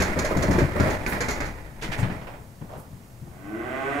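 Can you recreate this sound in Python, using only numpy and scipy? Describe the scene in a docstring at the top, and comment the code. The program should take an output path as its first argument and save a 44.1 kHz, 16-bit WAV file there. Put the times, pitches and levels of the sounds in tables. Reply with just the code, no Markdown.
"""Cattle walk down a metal trailer ramp into a barn. From the start, loose panels rattle over a low
rumble and a soft hush of air. Hinges and side gates clank, and each hoof booms on the deck and knocks
on its ribs; a few hard taps set the metal ringing. After a second, hooves begin to slide on grit.
Near two seconds the steps go on softly over the bedded floor. Last, a cow at the far end starts
a rising moo that fills the barn."""
import sys
import numpy as np
from scipy import signal
from scipy.fft import rfft, irfft
from scipy.io import wavfile
from scipy.ndimage import uniform_filter1d

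SR = 44100
rng = np.random.default_rng(int(sys.argv[2]) if len(sys.argv) > 2 else 0)


def output_pcm(signal):
    """Save a mono or channel-first signal as 16-bit PCM at the path in sys.argv[1].

    Samples are clipped to [-1, 1] before scaling.
    """
    pcm = np.clip(np.atleast_2d(signal).T, -1, 1) * 32767
    wavfile.write(sys.argv[1], SR, np.round(pcm).astype(np.int16))


N = 176400
T = np.arange(N) / SR


def amp(db):
    """Turn decibels into a number to multiply by."""
    return 10 ** (np.asarray(db) / 20)


def unit(x):
    """Scale a sound so that its average strength (rms) is 1."""
    return x / np.sqrt(np.mean(x ** 2) + 1e-20)


def over_time(rows, column=1):
    """Join the points of a table with straight lines over time."""
    rows = np.array(rows)
    return np.interp(T, rows[:, 0], rows[:, column])


def at_hz(rows, hz, column=1):
    """Read a table at any frequency, with octaves evenly spaced."""
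    rows = np.array(rows)
    return np.interp(np.log(np.maximum(hz, 1)), np.log(rows[:, 0]), rows[:, column])


# How sound reaches the two ears: (frequency [Hz], likeness [1 = the same], left minus right [dB])
EARS = [(141, 1, 5.5), (550, 0.7, -3), (1180, -.1, -4), (1930, 0, -11.5), (3880, 0.2, 5),
        (13000, 0.98, -10.5)]
def sides(hz):
    """Left and right gains at these frequencies."""
    gains = amp(np.array([[.5], [-.5]]) * at_hz(EARS, hz, column=2))
    return gains / np.sqrt(np.mean(gains ** 2, axis=0))


def noise(tone):
    """Stereo noise, shaped by a table of how strong each frequency is."""
    hz = np.arange(N // 2 + 1) * SR / N
    mid, side = rfft(rng.standard_normal((2, N)))
    alike = np.clip(at_hz(EARS, hz), -1, 1)
    pair = np.sqrt(1 + alike) * mid + np.sqrt(1 - alike) * side * [[1], [-1]]
    return unit(irfft(pair * sides(hz) * amp(at_hz(tone, hz)), N))


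def decay(t60):
    """A fade that drops 60 dB in t60 seconds."""
    return np.exp(-np.log(1000) * T / t60)


def through(x, response):
    """Give every sample of x the same ring or echo."""
    return signal.fftconvolve(np.atleast_2d(x), np.atleast_2d(response), axes=1)[:, :N]


def clicks(times, gains):
    """One click at each time."""
    return np.bincount((np.clip(times, 0, None) * SR).astype(int), gains, N)[:N]


def bursts(times, db, tone, attack_s, t60, tail_db, tail_t60):
    """Each blow wakes a noisy blur of notes that falls fast, then lingers."""
    onset = 1 - np.exp(-T / attack_s)
    fade = decay(t60) ** 2 + amp(2 * tail_db) * decay(tail_t60) ** 2
    power = through(clicks(times, amp(2 * db)), onset ** 2 * fade)
    return np.sqrt(np.abs(power)) * noise(tone)


def sheet(tone, t60, tail_db, tail_t60):
    """Sheet metal struck once: a sharp crack and a longer ring."""
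    contact = (1 - np.exp(-T / .0003)) ** 2
    return noise(tone) * contact * (decay(t60) + amp(tail_db) * decay(tail_t60))


def ring(times, db, notes, t60, spread_db):
    """Each blow rings all of an object's notes; spread_db varies their strength by chance."""
    out = 0
    fade = np.exp(-np.log(1000) / (t60 * SR))
    for (hz, level_db), chance in zip(notes, rng.standard_normal((len(times), len(notes))).T):
        turn = 2 * np.pi * hz / SR
        blows = clicks(times, amp(db + level_db + spread_db * chance)) + 1e-18
        note = signal.lfilter([0, np.sin(turn)], [1, -2 * fade * np.cos(turn), fade * fade], blows)
        out = out + sides(hz) * note
    return out


def grain(depth_db=2):
    """A fast, random flutter of level that sounds gritty."""
    return amp(depth_db * unit(uniform_filter1d(rng.standard_normal(N), size=90)))


# How hard the trailer shakes: (time [s], level [dB])
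SHAKING = [(0, -29), (.62, -29.5), (.71, -34), (.85, -25), (1.03, -33.5), (1.14, -31), (1.44, -33),
           (1.53, -40.5), (1.76, -49), (1.86, -35.5), (2.1, -36), (2.5, -61)]
# Tone of the panels and of the rumble: (frequency [Hz], level [dB])
PANEL_TONE = [(150, 0), (290, 0.5), (480, -3.5), (680, -0.5), (1200, -9.5), (1950, -4), (2900, -20.5),
              (15000, -37.5)]
RUMBLE_TONE = [(15, 5), (38, 4.5), (200, -10.5), (1500, -67)]
def trailer(panels=6, rattles_per_s=260):
    """Loose panels rattle at random, each with its own ring, while the swaying trailer rumbles."""
    touches = rng.choice([-1, 1], N) * (rng.random(N) < rattles_per_s / SR)
    touched = rng.integers(0, panels, N)
    rattle = 0
    for k in range(panels):
        panel = sheet(PANEL_TONE, t60=0.059, tail_db=-15.5, tail_t60=0.56)
        rattle = rattle + through(touches * (touched == k), panel)
    shake_db = over_time(SHAKING)
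    rumble = noise(RUMBLE_TONE) * amp(-14 + 0.66 * shake_db)
    return unit(rattle) * amp(shake_db) + rumble


# Tone of the background: (frequency [Hz], level [dB])
AIR_TONE = [(15, -44), (25, -13.5), (110, 1.5), (421, -18), (648, -18.5), (3530, -34), (6920, -33.5),
            (15500, -36.5)]
def still_air():
    """A soft, steady hush behind everything."""
    return amp(-45.5) * noise(AIR_TONE)


def chatter(times, db, touches=4, gap_s=.004, loss_db=1):
    """Metal parts bounce, so each hit becomes a quick, uneven run of weaker touches."""
    chance = rng.random((len(times), 2, touches))
    bounce = np.arange(touches)
    delay = gap_s * (bounce + chance[:, 0] * (bounce > 0))
    gains = amp(db[:, None] - loss_db * bounce) * np.sign(chance[:, 1] - .5)
    return clicks((times[:, None] + delay).ravel(), gains.ravel())


# Metal parts hit each other; the last row, at 1.822 s, is a hoof scraping hard on the floor: (time [s], clang
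# level [dB], jingle level [dB])
GATE_HITS = [(.001, -21, -32.5), (.019, -30.5, -27.5), (.188, -27.5, -30), (.247, -29.5, -32.5),
             (0.367, -45, -36.5), (.424, -31, -32), (0.509, -36, -36.5), (.527, -33, -38),
             (0.587, -25, -37.5), (.798, -24.5, -36), (.9, -33, -37.5), (1.063, -27.5, -39.5),
             (1.123, -29.5, -44), (1.205, -25.5, -31), (1.284, -25, -32), (1.306, -42, -32.5),
             (1.403, -29, -40.5), (1.453, -37.5, -43), (1.822, -32.5, -39.5)]
# Their ringing notes, clang and jingle: (frequency [Hz], level [dB])
GATE_NOTES = [(1523, 4), (1660, 5), (2035, 7.5), (4185, -2.5), (5900, -3), (6345, -3.5), (6804, 1)]
CLANG_TONE = [(350, 3.5), (750, 0), (1900, 2.5), (2350, -0.5), (2850, -17), (5000, -15.5), (12000, -50.5)]
JINGLE_TONE = [(1200, -12), (4000, 1), (7200, 4.5), (7800, -6.5), (12500, -7.5), (16000, -58)]
def hinges_and_gates(parts=5):
    """Hinges and gates chatter in turn, each with its own clang, and a gritty jingle on top."""
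    times, clang_db, jingle_db = np.transpose(GATE_HITS)
    jingle = bursts(times, jingle_db + 3, JINGLE_TONE, attack_s=.0025, t60=.07, tail_db=-10, tail_t60=.3)
    clangs = 0
    for k in range(parts):
        touches = chatter(times[k::parts], clang_db[k::parts] - 2)
        clangs = clangs + through(touches, sheet(CLANG_TONE, t60=0.024, tail_db=-3, tail_t60=0.38))
    gritty_jingle = jingle * grain()
    notes = ring(times + .004, jingle_db - 11, GATE_NOTES, t60=0.22, spread_db=1.5)
    return clangs + gritty_jingle + notes


# Hooves land on the ramp: (time [s], boom level [dB], knock level [dB])
RAMP_STEPS = [(.002, -26.5, -28.5), (.161, -27, -25.5), (0.309, -44, -23), (0.364, -16, -29.5),
              (0.431, -25, -27.5), (.486, -17.5, -25), (.503, -17.5, -28.5), (0.551, -18.5, -46),
              (0.582, -22, -26.5), (.618, -16.5, -37), (0.756, -31, -24.5), (0.799, -14.5, -22),
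              (0.858, -24.5, -28)]
# The deck's low notes, boom and knock: (frequency [Hz], level [dB])
DECK_NOTES = [(82, -0.5), (139, -3.5), (186, -8.5), (262, -10)]
BOOM_TONE = [(25, -31), (90, 2.5), (150, -2.5), (230, -4), (320, -9), (1500, -44), (16000, -77)]
KNOCK_TONE = [(120, -10), (280, -1.5), (385, 3), (480, -4), (600, 5.5), (740, -10.5), (860, -12),
              (1020, -4.5), (1400, -9.5), (3000, -41.5)]
def hooves_on_ramp():
    """Each hoof makes the deck boom with low notes and knocks on its ribs."""
    times, boom_db, knock_db = np.transpose(RAMP_STEPS)
    notes = ring(times, boom_db - 1, DECK_NOTES, t60=0.26, spread_db=3)
    boom = bursts(times, boom_db - 1, BOOM_TONE, attack_s=.0023, t60=.092, tail_db=-10.5, tail_t60=.84)
    knock = bursts(times, knock_db + 2, KNOCK_TONE, attack_s=.0016, t60=.077, tail_db=-4, tail_t60=.58)
    return notes + boom + knock


# Hard taps on one spot of the metal: (time [s], pitch [Hz], level [dB])
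HARD_TAPS = [(.246, 600, -17), (0.583, 366, -12.5), (1.064, 2340, -17.5), (1.125, 1810, -16)]
def metal_taps(detune=0.034, cycles=62):
    """Each tap rings two close notes that die away in a few dozen vibrations."""
    out = 0
    for start, hz, db in HARD_TAPS:
        pair = [(hz * (1 - detune), 0), (hz * (1 + detune), 0)]
        out = out + ring(np.array([start]), db, pair, t60=cycles / hz, spread_db=0) / 2
    return out


# Hooves slide on grit or bedding: (time [s], rise time [s], pitch [Hz], level [dB])
SCRAPES = [(1.055, 0.042, 11100, -41.5), (1.808, 0.028, 2870, -38), (1.912, 0.018, 1830, -29.5),
           (1.971, 0.024, 6900, -45), (2.68, 0.045, 620, -40), (2.765, 0.028, 11000, -55)]
def hoof_slides(db_per_octave=12):
    """Gritty scrapes swell and die away, each around its own pitch."""
    out = 0
    for start, rise, hz, db in SCRAPES:
        tone = [(hz * 2. ** octave, -db_per_octave * abs(octave)) for octave in range(-8, 9)]
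        age = np.maximum(T - start, 0) / rise
        swell = (age * np.exp(1 - age)) ** 2
        out = out + amp(db) * swell * noise(tone)
    return out * grain()


# Hooves land on the barn floor: (time [s], thud level [dB], scuff level [dB])
FLOOR_STEPS = [(1.883, -34, -50), (1.988, -23.5, -34), (2.028, -22, -31), (2.098, -27, -35.5),
               (2.212, -39, -39), (2.269, -53, -35), (2.336, -48, -39.5), (2.612, -32, -40.5),
               (2.758, -37, -38.5), (2.917, -39, -53), (3.214, -38, -65), (3.267, -38.5, -49),
               (3.441, -40, -48)]
# Tone of the three parts of a step: (frequency [Hz], level [dB])
THUD_TONE = [(30, -7.5), (80, -3), (130, 5.5), (185, 2.5), (300, -11.5), (1500, -58)]
SCUFF_TONE = [(150, -0.5), (650, 3), (1100, 0), (2800, -28), (16000, -73)]
CRUNCH_TONE = [(500, -1.5), (1500, 2.5), (2400, 0), (12000, -42)]
def barn_steps(fade_db_per_s=20.5):
    """Dull thuds and soft scuffs on the bedding; the crunch of grit fades as the cow walks away."""
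    times, thud_db, scuff_db = np.transpose(FLOOR_STEPS)
    crunch_db = scuff_db + 1 - fade_db_per_s * np.maximum(times - 2, 0)
    low_note = ring(times, thud_db, [(122, -6)], t60=0.31, spread_db=3.5)
    thud = bursts(times, thud_db + 1, THUD_TONE, attack_s=.0031, t60=.21, tail_db=-8.5, tail_t60=.47)
    scuff = bursts(times, scuff_db, SCUFF_TONE, attack_s=.002, t60=.042, tail_db=-4, tail_t60=.55)
    crunch = bursts(times, crunch_db, CRUNCH_TONE, attack_s=.0015, t60=.056, tail_db=-1.5, tail_t60=.3)
    return low_note + thud + scuff + crunch


# The rising call: (time [s], pitch [Hz], level [dB])
CALL = [(3.22, 84.7, -60), (3.39, 92.06, -45), (3.5, 104.1, -37.5), (3.58, 115.8, -33.5),
        (3.68, 128.2, -33), (3.8, 135.3, -34.5), (4, 145.8, -31.5)]
# How the throat shapes the voice: (frequency [Hz], level [dB])
THROAT_TONE = [(200, -15), (275, 1), (350, 5), (430, -7), (700, -2), (930, -16.5), (1200, -4), (1350, -16),
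               (1510, -2), (1680, -14.5), (1980, -7.5), (3000, -23.5), (4500, -40), (14000, -40.5)]
def moo(mouth_opens_s=3.56, opening_s=0.23, muffle_db=11, muffle_above_hz=344.6):
    """Vocal folds buzz higher and higher, a little roughly; the mouth opens and the barn echoes."""
    wobble = unit(uniform_filter1d(uniform_filter1d(rng.standard_normal(N), size=300), size=300))
    pitch = over_time(CALL) * (1 + 0.0038 * wobble)
    phase = 2 * np.pi * np.cumsum(pitch) / SR
    calling = T > CALL[0][0]
    closed = 1 - np.clip((T[calling] - mouth_opens_s) / opening_s, 0, 1)
    voice = np.zeros(N)
    for harmonic in range(1, 70):
        hz = harmonic * pitch[calling]
        # A closed mouth muffles the higher notes.
        db = at_hz(THROAT_TONE, hz) - muffle_db * closed * (hz > muffle_above_hz)
        voice[calling] += amp(db) * np.sin(harmonic * phase[calling])
    voice[calling] = unit(voice[calling])
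    rasp = amp(-13.5) * noise(THROAT_TONE)[1] * (1 + np.cos(phase))
    call = (voice + rasp) * calling * amp(over_time(CALL, column=2))
    barn_echo = unit(noise([(100, 0)]) * decay(t60=0.96)) / np.sqrt(N)
    balance = sides(np.arange(N + 1) * SR / (2 * N))
    direct = irfft(rfft(call, 2 * N) * balance)[:, :N]
    return amp(-3.5) * direct + amp(4) * through(call, barn_echo)


def scene():
    """Add up the sounds in the order they begin."""
    return (trailer() + still_air() + hinges_and_gates() + hooves_on_ramp() + metal_taps()
            + hoof_slides() + barn_steps() + moo())


def record(dry):
    """Cut away the very highest treble."""
    cutoff_hz = 15700
    return signal.sosfilt(signal.ellip(14, .1, 90, cutoff_hz, fs=SR, output="sos"), dry)


dry = scene()
out = record(dry)
output_pcm(out)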